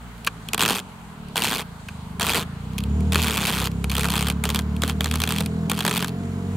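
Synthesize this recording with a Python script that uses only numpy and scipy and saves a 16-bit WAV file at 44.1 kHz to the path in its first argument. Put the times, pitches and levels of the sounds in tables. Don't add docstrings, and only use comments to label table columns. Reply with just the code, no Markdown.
import sys
import numpy as np
from scipy import signal
from scipy.io import wavfile

SR = 44100
rng = np.random.default_rng(int(sys.argv[2]) if len(sys.argv) > 2 else 0)


def unload_wav(signal):
    wavfile.write(
        sys.argv[1],
        SR,
        np.round(np.clip(np.atleast_2d(signal).T, -1, 1) * 32767).astype(np.int16),
    )


N = 289296
TIME = np.arange(N) / SR


def tape(tear_s, release_t60, colour_db, ring_db, ring_cycles, side_db, rise, crack_db, knock_db, hiss_db):
    # f/Hz, width/Hz, level/dB
    modes = [(191, 106, -1), (454, 59, 1.5), (830, 730, 1), (1435, 1290, 1), (2470, 440, 3), (3285, 436, 2),
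             (4320, 950, -2.5), (6670, 1800, -5), (8700, 2580, -4.5), (14000, 3600, -10.5)]
    # t/s, level/dB
    body = [(2.3, -0.5), (3.5, -1)]
    big_s, big_db = big_slips()
    small_at, small_db, motion = small_slips(big_s, uneven_db=2.5, reload_s=.004)
    at = np.append((big_s * SR).astype(int), small_at)
    level_db = np.append(big_db, small_db)
    thin_db = 1.04 * np.minimum(big_db + 18, 0)
    low_db = np.append(thin_db, np.zeros(len(small_at))) + in_time(body)[0][at]
    low_db += knock_db * rng.standard_normal(len(at))
    stop = at + (tear_s * SR * rng.uniform(0.68, 0.85, len(at))).astype(int)
    white = rng.standard_normal((2, N))
    ragged = amp(3.0 * rng.standard_normal(N // 8 + 1)).repeat(8)[:N]
    out = 0
    for k, (hz, width_hz, mode_db) in enumerate(modes):
        gain = amp(level_db + low_db * (hz < 2000) + colour_db * rng.standard_normal(len(at)))
        starts, ends = np.zeros((2, N))
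        starts[at] = gain
        ends[stop] = gain
        crack = -amp(crack_db) * starts * [[1], [0]]
        tear = np.maximum(np.cumsum(starts - ends), 0) + dying(ends, release_t60)
        tear = signal.lfilter([rise], [1, rise - 1], tear)
        ring = amp(ring_db) * dying(ends, .02 + ring_cycles / hz)
        hiss = amp(hiss_db) * motion
        linger = amp(-5 * (hz > 5000)) * (ring + hiss)
        mid, side = resonance(crack + white * (tear * ragged + linger), hz, width_hz)
        side *= amp(side_db + 3.5 * np.log2(hz / 4000))
        out += (-1) ** k * amp(mode_db + 5.0) * np.array([mid + side, mid - side])
    return out


def big_slips():
    # start t/s, slip count, spacing/ms, level/dB
    runs = [(0.2469, 1, 0, -23), (0.266, 2, 7.5, -18), (0.4865, 1, 0, -22), (0.533, 2, 11.5, -11),
            (0.5781, 2, 15.5, -14), (0.6066, 1, 0, -9), (0.6153, 3, 9, -10.5), (.651, 2, 8.5, -14),
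            (0.6787, 4, 9, -11.5), (0.719, 1, 0, -19), (0.7406, 6, 8.5, -21), (1.3573, 3, 10, -14),
            (1.4203, 1, 0, -13), (1.4365, 3, 7.5, -12.5), (1.4848, 8, 9, -18.5), (1.5607, 2, 9.5, -23),
            (2.1969, 2, 12, -16.5), (2.2185, 2, 10, -14), (2.2667, 1, 0, -15.5), (2.2863, 3, 7.5, -14),
            (2.334, 3, 11, -14), (2.781, 2, 4.5, -20), (2.8037, 2, 33.5, -28.5), (3.1213, 2, 10.5, -16.5),
            (3.145, 2, 11.5, -12.5), (3.2178, 4, 8.5, -16.5), (3.27, 2, 11.5, -16), (3.2972, 2, 10, -16),
            (3.371, 2, 5.5, -15.5), (3.4521, 2, 17, -12.5), (3.5848, 3, 15.5, -17.5),
            (3.6417, 3, 14.5, -20), (3.842, 1, 0, -21), (3.8972, 2, 18, -17), (3.952, 5, 14, -17),
            (4.032, 3, 11, -15.5), (4.085, 5, 17.5, -17), (4.1648, 2, 13, -15.5), (4.1911, 3, 17, -15.5),
            (4.2686, 3, 15.5, -16), (4.4382, 2, 15, -14.5), (4.4903, 2, 11, -16), (4.546, 2, 12.5, -15.5),
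            (4.59, 1, 0, -16.5), (4.8198, 2, 15, -14), (4.8776, 2, 18.5, -17.5), (5.007, 1, 0, -15),
            (5.043, 2, 15, -15), (5.1121, 1, 21, -17), (5.139, 2, 17, -16.5), (5.202, 2, 15.5, -14.5),
            (5.2371, 1, 0, -12), (5.2745, 4, 15.7, -16.5), (5.3615, 3, 22, -16), (5.46, 1, -6.5, -20),
            (5.6972, 2, 18, -12), (5.743, 2, 32, -28.5), (5.7897, 2, 16, -16), (5.85, 3, 14, -12),
            (5.883, 2, 11, -18.5), (5.9106, 1, -3.5, -15.5), (5.927, 3, 11, -19), (5.9588, 3, 8.5, -14.5),
            (6.0048, 3, 20, -17), (6.0808, 1, 8, -23.5)]
    # t/s, level/dB
    faint_slips = [(0.18, -41), (1.2848, -39.5), (1.8845, -34), (2.733, -41), (3.0057, -35.5), (3.7151, -34),
                   (4.7645, -33), (6.235, -46)]
    slips = list(faint_slips)
    for start_s, count, spacing_ms, level_db in runs:
        for k in range(count):
            opening_db = -1.5 if k == 0 and count > 1 else 0
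            slips.append((start_s + k * spacing_ms / 1000, level_db + opening_db))
    return np.transpose(sorted(slips))


def small_slips(big_s, uneven_db, reload_s):
    last_big_s = big_s[np.maximum(np.searchsorted(big_s, TIME) - 1, 0)]
    pull_db, slips_per_s, slack_db_per_s = pulls()
    motion_db = pull_db - slack_db_per_s * np.maximum(TIME - last_big_s, 0)
    count = np.floor(np.cumsum(slips_per_s * amp(uneven_db * drift(60))) / SR)
    at = np.flatnonzero(np.diff(count))
    level_db = motion_db[at] + 0.48 * rng.standard_normal(len(at))
    gap_s = np.abs(TIME[at, None] - big_s).min(axis=1)
    sounding = (gap_s > reload_s) & (level_db > -100)
    return at[sounding], level_db[sounding], amp(motion_db)


def pulls(top_share=0.74, fade_s=0.015):
    # start t/s, end t/s, top level/dB, slip rate/Hz, slackening/(dB/s)
    strokes = [(0.575, 0.8, -19.5, 140, 55), (1.36, 1.618, -17.5, 130, 95), (2.2, 2.431, -18, 160, 76),
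               (3.122, 3.677, -20, 140, 6), (3.9, 4.323, -23, 120, 99), (4.439, 4.619, -26.5, 150, 250),
               (4.819, 4.927, -24, 150, 251), (5.01, 5.468, -24.5, 90, 201.5), (5.7, 6.095, -24.5, 90, 125)]
    level_db = np.full(N, -300.0)
    slips_per_s, slack_db_per_s = np.zeros((2, N))
    for start, end, top_db, rate, slack in strokes:
        pulling = (TIME > start) & (TIME < end + fade_s)
        corners_s = [start, start + top_share * (end - start), end, end + fade_s]
        level_db[pulling] = top_db + np.interp(TIME[pulling], corners_s, [-3.5, 0, -7, -35])
        slips_per_s[pulling] = rate
        slack_db_per_s[pulling] = slack
    return level_db, slips_per_s, slack_db_per_s


def snaps():
    # t/s, level/dB
    hits = [(0.2703, -15.5), (0.2732, -11), (1.887, -26), (2.219, -23)]
    # f/Hz, width/Hz
    hollow = [(1150, 68), (1550, 270), (2450, 390)]
    jolts = np.zeros(N)
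    for s, level_db in hits:
        jolts[int(s * SR)] = amp(level_db)
    bursts = dying(jolts, t60=0.028) * rng.standard_normal(N)
    return amp(10.0) * sum(resonance(bursts, hz, width_hz) for hz, width_hz in hollow)


def engine(waver, flutter_db, rasp_db):
    # t/s, cycle rate/Hz, level/dB, low-note boost/dB
    ride = [(0, 60.65, -37.5, 7), (.55, 52.3, -34.5, 3), (1.0, 43.3, -39.5, -11), (1.3, 35.3, -35, -5.5),
            (1.8, 26.48, -42.5, 6), (2.12, 24.45, -36.5, 4), (2.59, 28.52, -35.5, 6), (3.0, 38.16, -22, 5),
            (3.22, 39.23, -24, 2.5), (3.49, 31.65, -32.5, 2), (3.62, 32.88, -27.5, 5.5),
            (4.4, 35.88, -26.5, 5.5), (5.2, 39.47, -25, 3), (5.65, 41.64, -22, -4.5),
            (5.9, 43.22, -26, -9.5), (6.15, 45.27, -23.5, -6.5), (6.56, 46.33, -23.5, 5)]
    # level/dB of multiples 1, 2, ...; the last holds for all higher ones
    firing_db = [-6, -4.5, -6.5, -3, -2, 0]
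    # f/Hz, level/dB
    exhaust = [(30, -33), (55, -7), (78, 3), (115, -4), (160, 0), (220, -5), (270, -19), (350, -36.5),
               (455, -17), (560, -52), (680, -23.5), (850, -58)]
    rate_hz, level_db, boost_db = in_time(ride)
    phase = 2 * np.pi * np.cumsum(rate_hz * (1 + waver * drift(8.08))) / SR
    drone = 0
    for k in range(1, 19):
        low_share = np.clip((115 - k * rate_hz) / 30, 0, 1)
        gain_db = firing_db[min(k, len(firing_db)) - 1] + at_hz(exhaust, k * rate_hz)
        gain_db += low_share * boost_db + flutter_db * drift(4)
        drone += amp(gain_db) * np.sin(k * phase + .15 * k * k + .3 * drift(2))
    puffs = rng.standard_normal(N) * (1 + 0.4 * np.cos(phase))
    rasp = rms_one(steep(puffs, 398, 74))
    rasp += amp(10.5) * rms_one(steep(puffs, 169, 146))
    rasp += amp(-1.5) * rms_one(resonance(puffs, 510, 440))
    return amp(level_db) * (drone + amp(rasp_db) * rasp)


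def whistle():
    # t/s, level/dB
    swell = [(2.84, -78), (2.9, -57), (3.6, -63)]
    band = steep(rng.standard_normal((2, N)), hz=7000, width_hz=500)
    return amp(in_time(swell)[0]) * rms_one(band)


def road(roar_db, rumble_db):
    # f/Hz, relative level/dB
    roar = [(250, 12), (350, -20), (700, 0.5), (1100, 4), (1700, -5), (2300, -6.5), (4300, -11.5),
            (5500, -25), (7000, -12.5), (13000, -26), (17000, -21)]
    # f/Hz, relative level/dB
    rumble = [(20, -16), (50, -8), (200, -23), (330, -53)]
    return amp(roar_db) * road_bands(roar, swell_db=1.66) + amp(rumble_db) * road_bands(rumble, swell_db=2.5)


def road_bands(spectrum, swell_db):
    # f/Hz, left-right likeness (0 to 1)
    likeness = [(30, 0.24), (300, 1), (2000, 0.13), (12000, 0.041)]
    edges_hz = 25 * 2 ** np.arange(0, 9.6, .5)
    white = rng.standard_normal((2, 2, N))
    out = 0
    for k, (low, high) in enumerate(zip(edges_hz, edges_hz[1:])):
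        hz = np.sqrt(low * high)
        if spectrum[0][0] < hz < spectrum[-1][0]:
            bandpass = signal.butter(2, [low, high], "band", fs=SR, output="sos")
            mid, side = signal.sosfilt(bandpass, white[k % 2])
            alike = at_hz(likeness, hz)
            gain = amp(at_hz(spectrum, hz) + swell_db * drift(3.1))
            out += gain * (np.sqrt(1 + alike) * mid + np.sqrt(1 - alike) * side * [[1], [-1]])
    return rms_one(out)


def amp(db):
    return 10 ** (np.asarray(db) / 20)


def rms_one(x):
    return x / np.sqrt(np.mean(x ** 2) + 1e-20)


def in_time(rows):
    s, *columns = np.transpose(rows)
    return [np.interp(TIME, s, column) for column in columns]


def at_hz(points, hz):
    points_hz, values = np.transpose(points)
    return np.interp(np.log(hz), np.log(points_hz), values)


def drift(rate_hz):
    hop = 40
    r = np.exp(-2 * np.pi * rate_hz * hop / SR)
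    slow = signal.lfilter([1], [1, -2 * r, r * r], rng.standard_normal(N // hop + 2002))[2000:]
    return np.interp(np.arange(N) / hop, np.arange(len(slow)), rms_one(slow))


def dying(clicks, t60):
    return signal.lfilter([1], [1, -amp(-60 / (t60 * SR))], clicks + 1e-18)


def resonance(x, hz, width_hz):
    r = np.exp(-np.pi * width_hz / SR)
    feedback = [1, -2 * r * np.cos(2 * np.pi * hz / SR), r * r]
    return signal.lfilter(np.array([1, 0, -1]) * (1 - r * r) / 2, feedback, x)


def steep(x, hz, width_hz):
    return resonance(resonance(x, hz, width_hz), hz, width_hz)


def scene():
    strip = tape(tear_s=0.0015, release_t60=0.001, colour_db=1.18, ring_db=-6.5, ring_cycles=18,
                 side_db=-10.5, rise=0.039, crack_db=10, knock_db=3, hiss_db=-17)
    motor = engine(waver=0.00646, flutter_db=1.6, rasp_db=-21)
    motor_left = amp(-0.5) * np.interp(TIME - .00018, TIME, motor)
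    traffic = road(roar_db=-45.5, rumble_db=-50.5)
    front = (strip + snaps()) * amp([[-.3], [0]])
    return front + np.array([motor_left, motor]) + traffic + whistle()


def record(dry):
    rounded = .7 * np.tanh(dry / .7)
    return signal.sosfilt(signal.cheby2(12, 70, 16900, fs=SR, output="sos"), rounded)


dry = scene()
out = record(dry)
unload_wav(out)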